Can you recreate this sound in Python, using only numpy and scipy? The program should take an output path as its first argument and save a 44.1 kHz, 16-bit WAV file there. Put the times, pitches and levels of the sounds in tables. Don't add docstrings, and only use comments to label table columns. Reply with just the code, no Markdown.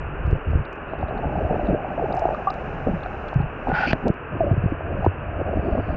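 import sys
import numpy as np
from scipy import signal
from scipy.fft import rfft, irfft, next_fast_len
from scipy.io import wavfile
from scipy.ndimage import uniform_filter1d

SR = 44100
rng = np.random.default_rng(int(sys.argv[2]) if len(sys.argv) > 2 else 0)


def digitize_waveform(pressure):
    field = np.atleast_2d(pressure).T
    bounded = np.clip(field, -1, 1)
    quanta = np.round(bounded * 32767).astype(np.int16)
    wavfile.write(sys.argv[1], SR, quanta)


N = 262836
TIME = np.arange(N) / SR


# frequency in Hz, relative level in dB.
HISS_SPECTRUM = [(170, -8), (260, -3), (400, -0.5), (560, -4), (720, -7), (950, -6.5), (1200, -5.5),
                 (1600, -6), (1850, -13.5), (2100, -18), (2600, -12.5), (3000, -19.5), (3900, -31)]
SKIRT_SPECTRUM = [(2900, -33), (3200, 3), (3600, -8.5), (4100, -23), (5000, -35)]
HISS_DB, SKIRT_DB, HISS_EDGE_HZ = -35, -76, 2978

# time in seconds, level in dB.
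SPRAY_LEVEL = [(0, -90.5), (.85, -90.5), (1.35, -75.5), (1.70, -73), (1.77, -82), (2.15, -70), (3.32, -71),
               (3.4, -86), (3.56, -80), (3.68, -71), (4.08, -76.5), (4.13, -94), (4.85, -91.5),
               (5.04, -77.5), (5.1, -92), (5.42, -89), (5.96, -80.5)]
# frequency in Hz, relative level in dB.
SPRAY_SPECTRUM = [(2500, -7), (3500, -6), (4600, -9), (5400, -7), (6600, -11), (7500, -18.5), (9500, -43.5)]
KICK_SPRAY_SPECTRUM = [(3000, -4.5), (3750, -7), (4150, -6), (4600, 0.5), (5100, -12), (5900, -21),
                       (6600, -14.5), (7300, -34)]
# start in seconds, length in seconds,
# rise in dB (negative: it sinks), end level in dB.
KICK_SPRAY = [(5.42, .21, 8, -77), (5.645, .21, 0, -70.5), (5.875, .085, -2, -68)]
SPRAY_ATTACK_S, SPRAY_RELEASE_S = 0.035, 0.04

# start in seconds, level in dB.
KNOCKS = [(0.262, -59), (0.268, -52), (0.271, -59), (0.312, -49), (0.372, -61), (0.512, -53.5),
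          (0.542, -62), (2.541, -43), (3.342, -45.5), (4.082, -32), (4.141, -55), (4.392, -61),
          (4.502, -62), (4.642, -53.5), (4.702, -59.5), (5.052, -47)]
KNOCK_HZ, KNOCK_CYCLES = 3900, 2.8
# start in seconds, level in dB, frequency in Hz.
TICKS = [(0.729, -51.5, 4970), (0.756, -62, 5570), (1.028, -64, 4500), (2.151, -48, 6200),
         (2.168, -44, 4900), (2.194, -39.5, 5260), (2.205, -55, 6600), (2.345, -49.5, 3910),
         (2.503, -50, 4860), (3.283, -48, 4200), (3.909, -41, 4520), (3.931, -31.5, 4400)]
TICK_CYCLES, TICK_RISE_CYCLES = 8.8, 0.8
SHATTER_S, SHATTER_LOSS_DB, SHATTER_SPREAD = 0.0012, 4, 0.28
# start in seconds, level in dB, frequency in Hz.
DRIPS = [(0.651, -50, 3630), (0.882, -65, 3570), (0.899, -65, 3700), (0.911, -70, 4050), (0.924, -68, 3850),
         (0.941, -66, 3700), (0.988, -62, 3740), (1.01, -57.5, 3620), (1.036, -66, 4300),
         (1.081, -56, 3740), (1.089, -61, 3950), (1.099, -72, 4150), (1.177, -54, 3740), (1.653, -61, 3900),
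         (1.66, -61, 4100), (1.669, -52, 3750), (1.687, -59, 3650), (1.695, -65, 3850),
         (2.124, -43.5, 3800), (2.502, -37.5, 3930), (3.005, -57, 3700), (3.032, -45, 3470),
         (3.061, -58, 3930), (3.285, -45, 3330), (3.415, -60, 4200)]
DRIP_CYCLES = 34
REBOUND_S, REBOUND_LOSS_DB, REBOUND_SPREAD = 0.0021, 3.5, 0.23

# time in seconds, level in dB, share of the upper resonances (0-1).
FIZZ = [(3.69, -37, 0), (3.728, -35.5, 0), (3.745, -23.5, 0), (3.80, -25, 0.04), (3.862, -22, 0.01),
        (3.868, -31, 0.17), (3.876, -29, 0.9), (3.906, -30.5, 0.95), (3.912, -24.5, 0.2), (3.92, -39, 1),
        (3.935, -56, 1)]
# frequency in Hz, width in Hz, gain in dB.
PORT_LOW = [(842, 49, 10), (1457, 59, 16.5), (1900, 680, -3)]
PORT_HIGH = [(2480, 380, -5.5), (3270, 270, -19), (4520, 500, -14.5)]
# start in seconds, level in dB, frequency in Hz, cycles of ringing.
SNAPS = [(3.717, -16, 1500, 16), (3.784, -13.5, 1500, 18), (3.853, -26, 1480, 26), (3.893, -23, 2520, 35),
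         (3.911, -14, 2480, 17), (3.926, -8, 2440, 6.5), (3.930, -2.5, 1660, 9), (3.9317, -9, 2520, 7.6),
         (3.931, -8.5, 1000, 5.8)]
SNAP_RISE_CYCLES, SNAP_SLIDE = 0.67, 0.055
FIZZ_GRAIN_DB, FIZZ_GRAINS_PER_S = 2, 9400
FIZZ_PULSE_HZ, FIZZ_PULSE_DB = 54.9, 0.5

# start in seconds, level in dB, frequency in Hz,
# cycles of ringing, pitch slide as a share over the ring.
THUMPS = [(0.249, -6, 71, 5.8, 0), (0.275, -3.5, 90.5, 6.3, -0.13), (0.326, 11, 72, 1.95, 0.31),
          (0.467, -12, 78.5, 22, 0.081), (0.499, -7.5, 67, 4.8, -0.076), (0.532, -1, 88, 4.2, -0.23),
          (0.552, 5, 91, 3.3, -0.47), (0.599, -9.5, 123, 8.5, -0.15), (1.033, -3.5, 75, 3.8, -0.62),
          (1.258, -13.5, 70, 13, -0.19), (1.375, -10, 163, 8.6, -0.12), (1.447, -7, 74.3, 5.6, -0.18),
          (1.632, -11.5, 52, 8.5, 0), (2.924, -13, 151, 6, -0.089), (2.935, -11.5, 184, 21, -0.47),
          (3.358, -2.5, 125, 12, -0.03), (3.4, -6.5, 155, 12.4, -0.62), (3.44, -19, 125, 10, -0.45),
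          (3.725, -10, 166, 12.7, -0.32), (3.931, 3, 153, 3.2, -0.62), (3.949, -12, 120, 1.9, 0),
          (4.101, 6.5, 160, 2.9, -0.11), (4.337, -6, 85, 4.2, 0.34), (4.512, 0.5, 128, 7.8, -.6),
          (4.537, -3.5, 110, 4, -0.55), (4.575, -5.5, 134, 13, -0.82), (4.638, -5.5, 171, 9.4, -.7),
          (4.657, 4.5, 118, 3.8, -.8), (4.942, -9.5, 95, 6, -0.17), (5.07, -3, 90.2, 10.7, -0.0087),
          (5.587, -4.5, 80, 6.7, -0.17), (5.721, 0.5, 58, 2.8, -0.46), (5.788, -12.5, 100, 22, 0.075)]
THUMP_RISE_CYCLES = 0.31
# start in seconds, level in dB, frequency in Hz.
SLAPS = [(0.328, -11.5, 392), (0.532, -14.5, 594), (0.555, -16, 396), (0.935, -12, 697), (1.542, -7.5, 450),
         (1.746, -7, 470), (2.254, -9.5, 343), (2.289, -4.5, 590), (2.87, -3.5, 476), (2.892, -7, 188),
         (3.683, -8, 742), (3.929, -13.5, 257), (4.1, -10, 332), (4.404, -11, 332), (4.442, -12.5, 337),
         (4.513, -21, 245), (4.565, -15.5, 327), (4.635, -17, 216), (4.661, -15, 370), (4.72, -15, 444),
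         (5.0625, -6, 620), (5.064, -1, 354), (5.415, -11.5, 356), (5.779, -7, 576)]
SLAP_CYCLES = 6.9
# start in seconds, level in dB, frequency in Hz,
# cycles of ringing, cycles to swell, pitch slide as a share over the ring.
PLOPS = [(1.027, -8.5, 740, 16, 1.1, 0.037), (1.169, -15.5, 710, 26, 1.7, 0.28),
         (1.352, -12.5, 628, 13, 2.2, 0.38), (1.384, -14.5, 766, 48, 1.7, 0.085),
         (1.44, -11.5, 648, 30, 1.7, -0.15), (1.506, -13, 470, 39, 1.7, -0.25),
         (1.528, -14.5, 420, 21, 1.6, 0.39), (1.612, -17.5, 564, 42, 2, 0.33),
         (1.685, -12, 696, 31, 2.7, -0.071), (1.697, -22, 361, 21, 1.3, 0.59),
         (1.712, -13, 656, 24, 1.5, 0.33), (1.726, -4.5, 265, 13.7, 1.15, 0.76),
         (1.752, -15.5, 584, 48, 2.7, 0.13), (1.845, -15, 738, 36, 1.3, 0.1),
         (1.992, -9, 754, 18, 2, -0.13), (2.018, -12.5, 521, 43, 2.2, -0.51),
         (2.038, -4, 461, 16, 1.55, -0.54), (2.105, -18, 700, 22, 0.7, 0.1),
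         (2.172, -11, 747, 40, 1.3, 0.074), (2.218, -10.5, 660, 59, 1.6, 0.12),
         (2.253, -3.5, 707, 21, 0.84, -0.017), (2.322, -20, 765, 36, 1.2, -0.58),
         (2.346, -12, 1200, 24, 1.3, -0.016), (2.47, -7.5, 1127, 85, 3.4, 0.22),
         (2.47, -10.5, 796, 59, 1.2, -0.19), (2.5, -13, 770, 34, 2.2, -0.012),
         (2.5, -23, 1200, 32, 2.6, 0.095), (2.871, -9.5, 291, 17, .6, -0.86),
         (2.882, -12.5, 598, 31, 0.74, -0.12), (3.059, -15, 735, 24, 1, -0.05),
         (3.06, -11, 1370, 14, 1.6, .02), (3.329, -6.5, 780, 9.1, 1.16, -0.035),
         (3.402, -20.5, 820, 59, 1.6, -0.083), (3.67, -6, 803, 18, 1.3, -0.15),
         (3.698, -10.5, 772, 25, 0.73, -0.07), (3.716, -9.5, 810, 28, 0.91, -0.14),
         (3.768, -13, 888, 29, 1.6, -0.28), (3.803, -4, 687, 16.4, 2.4, 0.28),
         (3.831, -5.5, 813, 31, 3.4, -.05), (3.931, -10, 653, 25, 0.24, -0.022),
         (4.05, -9, 213, 24, 1.1, -0.25), (4.07, -13, 885, 22, 2.1, 0.028),
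         (4.351, -17.5, 335, 16, 0.89, -0.45), (4.404, -6.5, 688, 72, 1.6, -0.35),
         (4.432, -15.5, 577, 79, 1.8, -0.084), (4.465, -11.5, 615, 32, 1.1, -0.22),
         (4.506, -16.5, 642, 50, 2.1, 0.33), (4.526, -16, 385, 26, 1, -.3),
         (4.721, -8, 283, 9.8, 0.42, 0.25), (4.807, -11, 617, 9.9, .8, 0.13),
         (5.022, -16, 764, 31, 2, 0.0029), (5.044, -4, 750, 16, 1.1, 0.032),
         (5.062, -9.5, 954, 25, 0.74, 0.075), (5.411, -2.5, 576, 7.7, 0.85, -0.015),
         (5.461, -20, 560, 13, 0.83, .02), (5.51, -14, 607, 23, 1.2, -0.37),
         (5.679, -11.5, 347, 17, 1, 0.074), (5.785, -3, 213, 7.4, 0.69, -0.52)]

# time in seconds, deep level in dB, surface level in dB.
STIR = [(0, -27.5, -41), (0.75, -41, -43), (1.1, -31, -28), (1.65, -36, -28.5), (1.9, -36, -28.5),
        (2.5, -36, -29.5), (2.75, -31, -31.5), (3.3, -34.5, -33), (3.55, -36.5, -38), (3.8, -33.5, -24.5),
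        (4.23, -38.5, -54), (4.5, -33, -35), (5.15, -33, -40), (5.3, -27.5, -33), (5.6, -28, -31.5),
        (5.84, -31, -34.5)]
STIR_GURGLE_DB, STIR_SPLASH_DB = -5.5, 2.5
# start in seconds, length in seconds, rise in dB (negative: it sinks),
# end level of surge in dB, end level of gurgle in dB, end level of splash in dB.
WAVES = [(0.196, 0.15, 10.5, -18, -28, -36), (0.462, 0.13, 6, -20.5, -28, -45.5),
         (0.915, 0.016, 8, -39.5, -32.5, -26.5), (0.985, 0.041, 5.5, -27, -31, -30),
         (1.105, 0.08, 0, -36, -32.5, -32.5), (1.24, 0.049, -2.5, -26.5, -32, -26),
         (1.33, 0.11, 3, -26, -26.5, -20), (1.487, 0.17, -5, -32.5, -28.5, -25),
         (1.686, 0.043, 0, -22.5, -19, -20.5), (1.975, 0.14, -2, -33.5, -31, -23),
         (2.14, 0.17, 3.5, -31.5, -33, -18), (2.866, 0.062, -4.5, -26.5, -26.5, -34),
         (3.358, 0.083, -1, -23, -44.5, -37), (3.664, 0.036, 6.5, -24.5, -21.5, -30),
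         (3.871, 0.072, 0, -30.5, -24.5, -36), (4.025, 0.047, 9.5, -26, -16, -21),
         (4.314, 0.17, 5.5, -25.5, -24, -26.5), (4.51, 0.21, 1.5, -25.5, -31.5, -52),
         (4.843, 0.21, 5.5, -25, -28.5, -24)]
WAVE_ATTACK_S, WAVE_RELEASE_S = 0.0092, 0.052
# start in seconds, length in seconds,
# rise in dB (negative: it sinks), end level of surge in dB, end level of gurgle in dB, end level of splash in dB.
KICKS = [(5.361, 0.036, 4, -43, -29, -39), (5.401, .008, 0, -31, -30, -22),
         (5.46, 0.032, 5.5, -35.5, -26, -22.5), (5.521, 0.013, 1.5, -36.5, -25, -23),
         (5.556, 0.036, -0.5, -22, -24.5, -22.5), (5.626, 0.043, 1.5, -33, -25.5, -28),
         (5.668, 0.07, -0.5, -31, -26.5, -24), (5.747, 0.055, 2.5, -25, -20, -24.5),
         (5.885, 0.079, -4, -27, -33.5, -29)]
KICK_ATTACK_S, KICK_RELEASE_S = 0.007, 0.018
# frequency in Hz, relative level in dB.
SURGE_SPECTRUM = [(15, -9), (30, 6), (60, 4.5), (100, -6), (150, 2.5), (220, -21.5), (400, -67),
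                  (1500, -110)]
CLOUD_HZ, CLOUD_WIDTH_HZ = 88, 29
KICKS_START_S, CLOUD_GROW_S, CLOUD_SHARE_CALM, CLOUD_SHARE_KICKING = 3.93, 0.72, 0.15, 0.72
LUMP_HZ, LUMP_DB = 18, 1.15
CHURN_EDGE_HZ, CUTOFF_HZ = 923, 8700


def from_db(db):
    return 10 ** (np.asarray(db) / 20)


def rms_one(x):
    return x / np.sqrt(np.mean(x ** 2) + 1e-20)


def in_time(rows):
    s, *columns = np.transpose(rows)
    return [np.interp(TIME, s, c) for c in columns]


def cut(x, hz, kind, order=2):
    return signal.sosfilt(signal.butter(order, hz, kind, fs=SR, output="sos"), x + 1e-18)


def resonate(x, hz, width_hz):
    r = np.exp(-np.pi * width_hz / SR)
    zeros = np.array([1, 0, -1]) * (1 - r * r) / 2
    poles = [1, -2 * r * np.cos(2 * np.pi * hz / SR), r * r]
    return signal.lfilter(zeros, poles, x + 1e-18)


def noise(spectrum):
    hz, db = np.transpose(spectrum)
    size = next_fast_len(N)
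    bins = np.maximum(np.fft.rfftfreq(size, 1 / SR), 1)
    gain = from_db(np.interp(np.log(bins), np.log(hz), db))
    return rms_one(irfft(rfft(rng.standard_normal(size)) * gain, size)[:N])


def add(out, s, sound):
    at = int(np.clip(s * SR, 0, N - 1))
    out[at:at + len(sound)] += sound[:N - at]


def running_power(x, size):
    return uniform_filter1d(uniform_filter1d(x ** 2, size=size), size=size)


def evened(x, size):
    return x / np.sqrt(running_power(x, size=size) + 1e-9)


def bubble(hz, t60, glide, rise_cycles):
    t = np.arange(int(2 * t60 * SR) + 2) / SR
    swell = 1 - np.exp(-(hz * t / rise_cycles) ** 2)
    cycles = hz * (t + glide * t * t / (2 * t60))
    return swell * from_db(-60 * t / t60) * np.sin(2 * np.pi * cycles)


def pockets(table):
    out = np.zeros(N)
    for k, (s, db, hz, cycles, rise, glide) in enumerate(table):
        add(out, s, from_db(db) * (-1) ** k * bubble(hz, cycles / hz, glide, rise))
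    return out


def ringing(rows, cycles, rise_cycles, glide):
    return pockets([(s, db, hz, cycles, rise_cycles, glide) for s, db, hz in rows])


def with_droplets(rows, gap_s, loss_db, spread):
    out = list(rows)
    for s, db, hz in rows:
        for k, (delay, pitch) in enumerate(2 * rng.random((2, 2)) - 1, 1):
            later = s + gap_s * (k + 0.5 * delay)
            out.append((later, db - loss_db * k, hz * np.exp(spread * pitch)))
    return out


def swarm(low_hz, high_hz, cycles, rise_cycles, glide, count):
    out = np.zeros(N)
    top_hz = np.broadcast_to(high_hz, N)
    for when, pitch, size, life, sign in rng.random((count, 5)):
        hz = low_hz * (top_hz[int(when * N)] / low_hz) ** pitch
        strength = np.sqrt(-np.log(1 - size)) * np.sign(sign - 0.5)
        t60 = cycles * (0.5 + life) / hz
        add(out, when * N / SR, strength * bubble(hz, t60, glide, rise_cycles))
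    return evened(out, size=1500)


def surges_power(rows, attack_s, release_s):
    power = np.zeros(N)
    for start, length, rise_db, end_db in rows:
        age = np.arange(int((attack_s + length + release_s) * SR)) / SR - attack_s
        gate = np.interp(age, [-attack_s, 0, length, length + release_s], [0, 1, 1, 0])
        level_db = end_db - rise_db * np.clip(1 - age / length, 0, 1)
        add(power, start - attack_s, (gate * from_db(level_db)) ** 2)
    return power


def hiss():
    dull = cut(cut(noise(HISS_SPECTRUM), HISS_EDGE_HZ, "low", order=26), 230, "high")
    return from_db(HISS_DB) * dull + from_db(SKIRT_DB) * noise(SKIRT_SPECTRUM)


def fine_spray():
    level_db, = in_time(SPRAY_LEVEL)
    tiny = np.zeros(N)
    for when, pitch, size in rng.random((600, 3)):
        drip = bubble(3250 + 1000 * pitch, t60=0.026, glide=0.054, rise_cycles=2.5)
        add(tiny, when * N / SR, from_db(-16 * size) * drip)
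    mixed = from_db(2.5) * noise(SPRAY_SPECTRUM) + from_db(-8.5) * rms_one(tiny)
    return from_db(level_db) * mixed


def kick_spray():
    power = surges_power(KICK_SPRAY, SPRAY_ATTACK_S, SPRAY_RELEASE_S)
    return np.sqrt(power) * noise(KICK_SPRAY_SPECTRUM)


def drops():
    knocks = ringing([(s, db, KNOCK_HZ) for s, db in KNOCKS], KNOCK_CYCLES, rise_cycles=0.33, glide=0)
    shattered = with_droplets(TICKS, SHATTER_S, SHATTER_LOSS_DB, SHATTER_SPREAD)
    ticks = ringing(shattered, TICK_CYCLES, TICK_RISE_CYCLES, glide=0.043)
    rebounding = with_droplets(DRIPS, REBOUND_S, REBOUND_LOSS_DB, REBOUND_SPREAD)
    drips = ringing(rebounding, DRIP_CYCLES, rise_cycles=2.8, glide=0.03)
    mixed = from_db(18) * knocks + from_db(12.5) * ticks + from_db(11) * drips
    return cut(cut(mixed, 2200, "high"), 9200, "low", order=3)


def port(x, modes):
    rings = np.zeros(N)
    for k, (hz, width_hz, db) in enumerate(modes):
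        rings += from_db(db) * (-1) ** k * resonate(x, hz, width_hz)
    return rms_one(cut(rings, 4570, "low", order=3))


def fizz():
    level_db, thin = in_time(FIZZ)
    thin = np.clip(thin, 0, 1)
    struck = rng.random(N) < FIZZ_GRAINS_PER_S / SR
    grains = struck * from_db(FIZZ_GRAIN_DB * np.minimum(rng.exponential(1, N), 4))
    wander = rms_one(cut(rng.standard_normal(N), 30, "low"))
    rate_hz = FIZZ_PULSE_HZ * np.exp(0.42 * wander)
    bursts = from_db(FIZZ_PULSE_DB * np.sin(2 * np.pi * np.cumsum(rate_hz) / SR))
    crackle = grains * rng.choice([-1, 1], N) * bursts
    film = np.sqrt(1 - thin) * port(crackle, PORT_LOW) + np.sqrt(thin) * port(crackle, PORT_HIGH)
    wet = (TIME > FIZZ[0][0]) & (TIME < FIZZ[-1][0])
    snaps = pockets([(*row, SNAP_RISE_CYCLES, SNAP_SLIDE) for row in SNAPS])
    return cut(wet * from_db(level_db) * film + snaps, 5100, "low", order=3)


def air_pockets():
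    thumps = pockets([(*row, THUMP_RISE_CYCLES, slide) for *row, slide in THUMPS])
    slaps = ringing(SLAPS, SLAP_CYCLES, rise_cycles=0.38, glide=0.017)
    plops = pockets(PLOPS)
    mixed = from_db(-2.5) * thumps + from_db(1.0) * slaps + from_db(-1.3) * plops
    return cut(mixed, 2600, "low", order=4)


def flow_db(rest_db, column):
    waves, kicks = [
        [(start, length, rise_db, ends_db[column]) for start, length, rise_db, *ends_db in table]
        for table in (WAVES, KICKS)]
    power = from_db(rest_db) ** 2
    power = power + surges_power(waves, WAVE_ATTACK_S, WAVE_RELEASE_S)
    power = power + surges_power(kicks, KICK_ATTACK_S, KICK_RELEASE_S)
    return 10 * np.log10(power)


def between(level_db, pocket_sound, low_hz, high_hz):
    spent = running_power(cut(pocket_sound, [low_hz, high_hz], "band"), size=2400)
    power = from_db(level_db) ** 2
    return power / np.sqrt(power + 5 * spent)


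def surge(cloud, level_db, big):
    flow = noise(SURGE_SPECTRUM)
    once = resonate(noise(SURGE_SPECTRUM), CLOUD_HZ, CLOUD_WIDTH_HZ)
    boom = rms_one(resonate(once, CLOUD_HZ, CLOUD_WIDTH_HZ))
    mixed = np.sqrt(1 - cloud) * flow + np.sqrt(cloud) * boom
    return evened(mixed, size=2400) * between(level_db, big, 25, 51)


def gurgle(level_db, big):
    bubbles = swarm(179.0, 596, cycles=11, rise_cycles=0.63, glide=0.063, count=1800)
    return bubbles * between(level_db, big, 180, 650)


def splash(cloud, level_db, big):
    top_hz = 900 - 260 * cloud
    bubbles = swarm(556, top_hz, cycles=24.8, rise_cycles=1.1, glide=0.15, count=2000)
    return bubbles * between(level_db, big, 720, 880)


def churn(big):
    deep_db, surface_db = in_time(STIR)
    kicking = np.clip((TIME - KICKS_START_S) / CLOUD_GROW_S, 0, 1)
    cloud = np.clip(CLOUD_SHARE_CALM + (CLOUD_SHARE_KICKING - CLOUD_SHARE_CALM) * kicking, 0, 1)
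    deep = surge(cloud, flow_db(deep_db, 0), big)
    low = gurgle(flow_db(surface_db + STIR_GURGLE_DB, 1), big)
    light = splash(cloud, flow_db(surface_db + STIR_SPLASH_DB, 2), big)
    lumps = from_db(LUMP_DB * rms_one(cut(rng.standard_normal(N), LUMP_HZ, "low")))
    folded = cut(from_db(-0.9) * low + from_db(-6.5) * light, CHURN_EDGE_HZ, "low", order=8)
    return from_db(-1.43) * deep + lumps * folded


def scene():
    big = air_pockets()
    return (hiss() + fine_spray() + kick_spray() + drops() + fizz() + big + churn(big))[None]


def record(dry):
    return cut(cut(dry, 9.2, "high"), CUTOFF_HZ, "low", order=12)


dry = scene()
out = record(dry)
digitize_waveform(out)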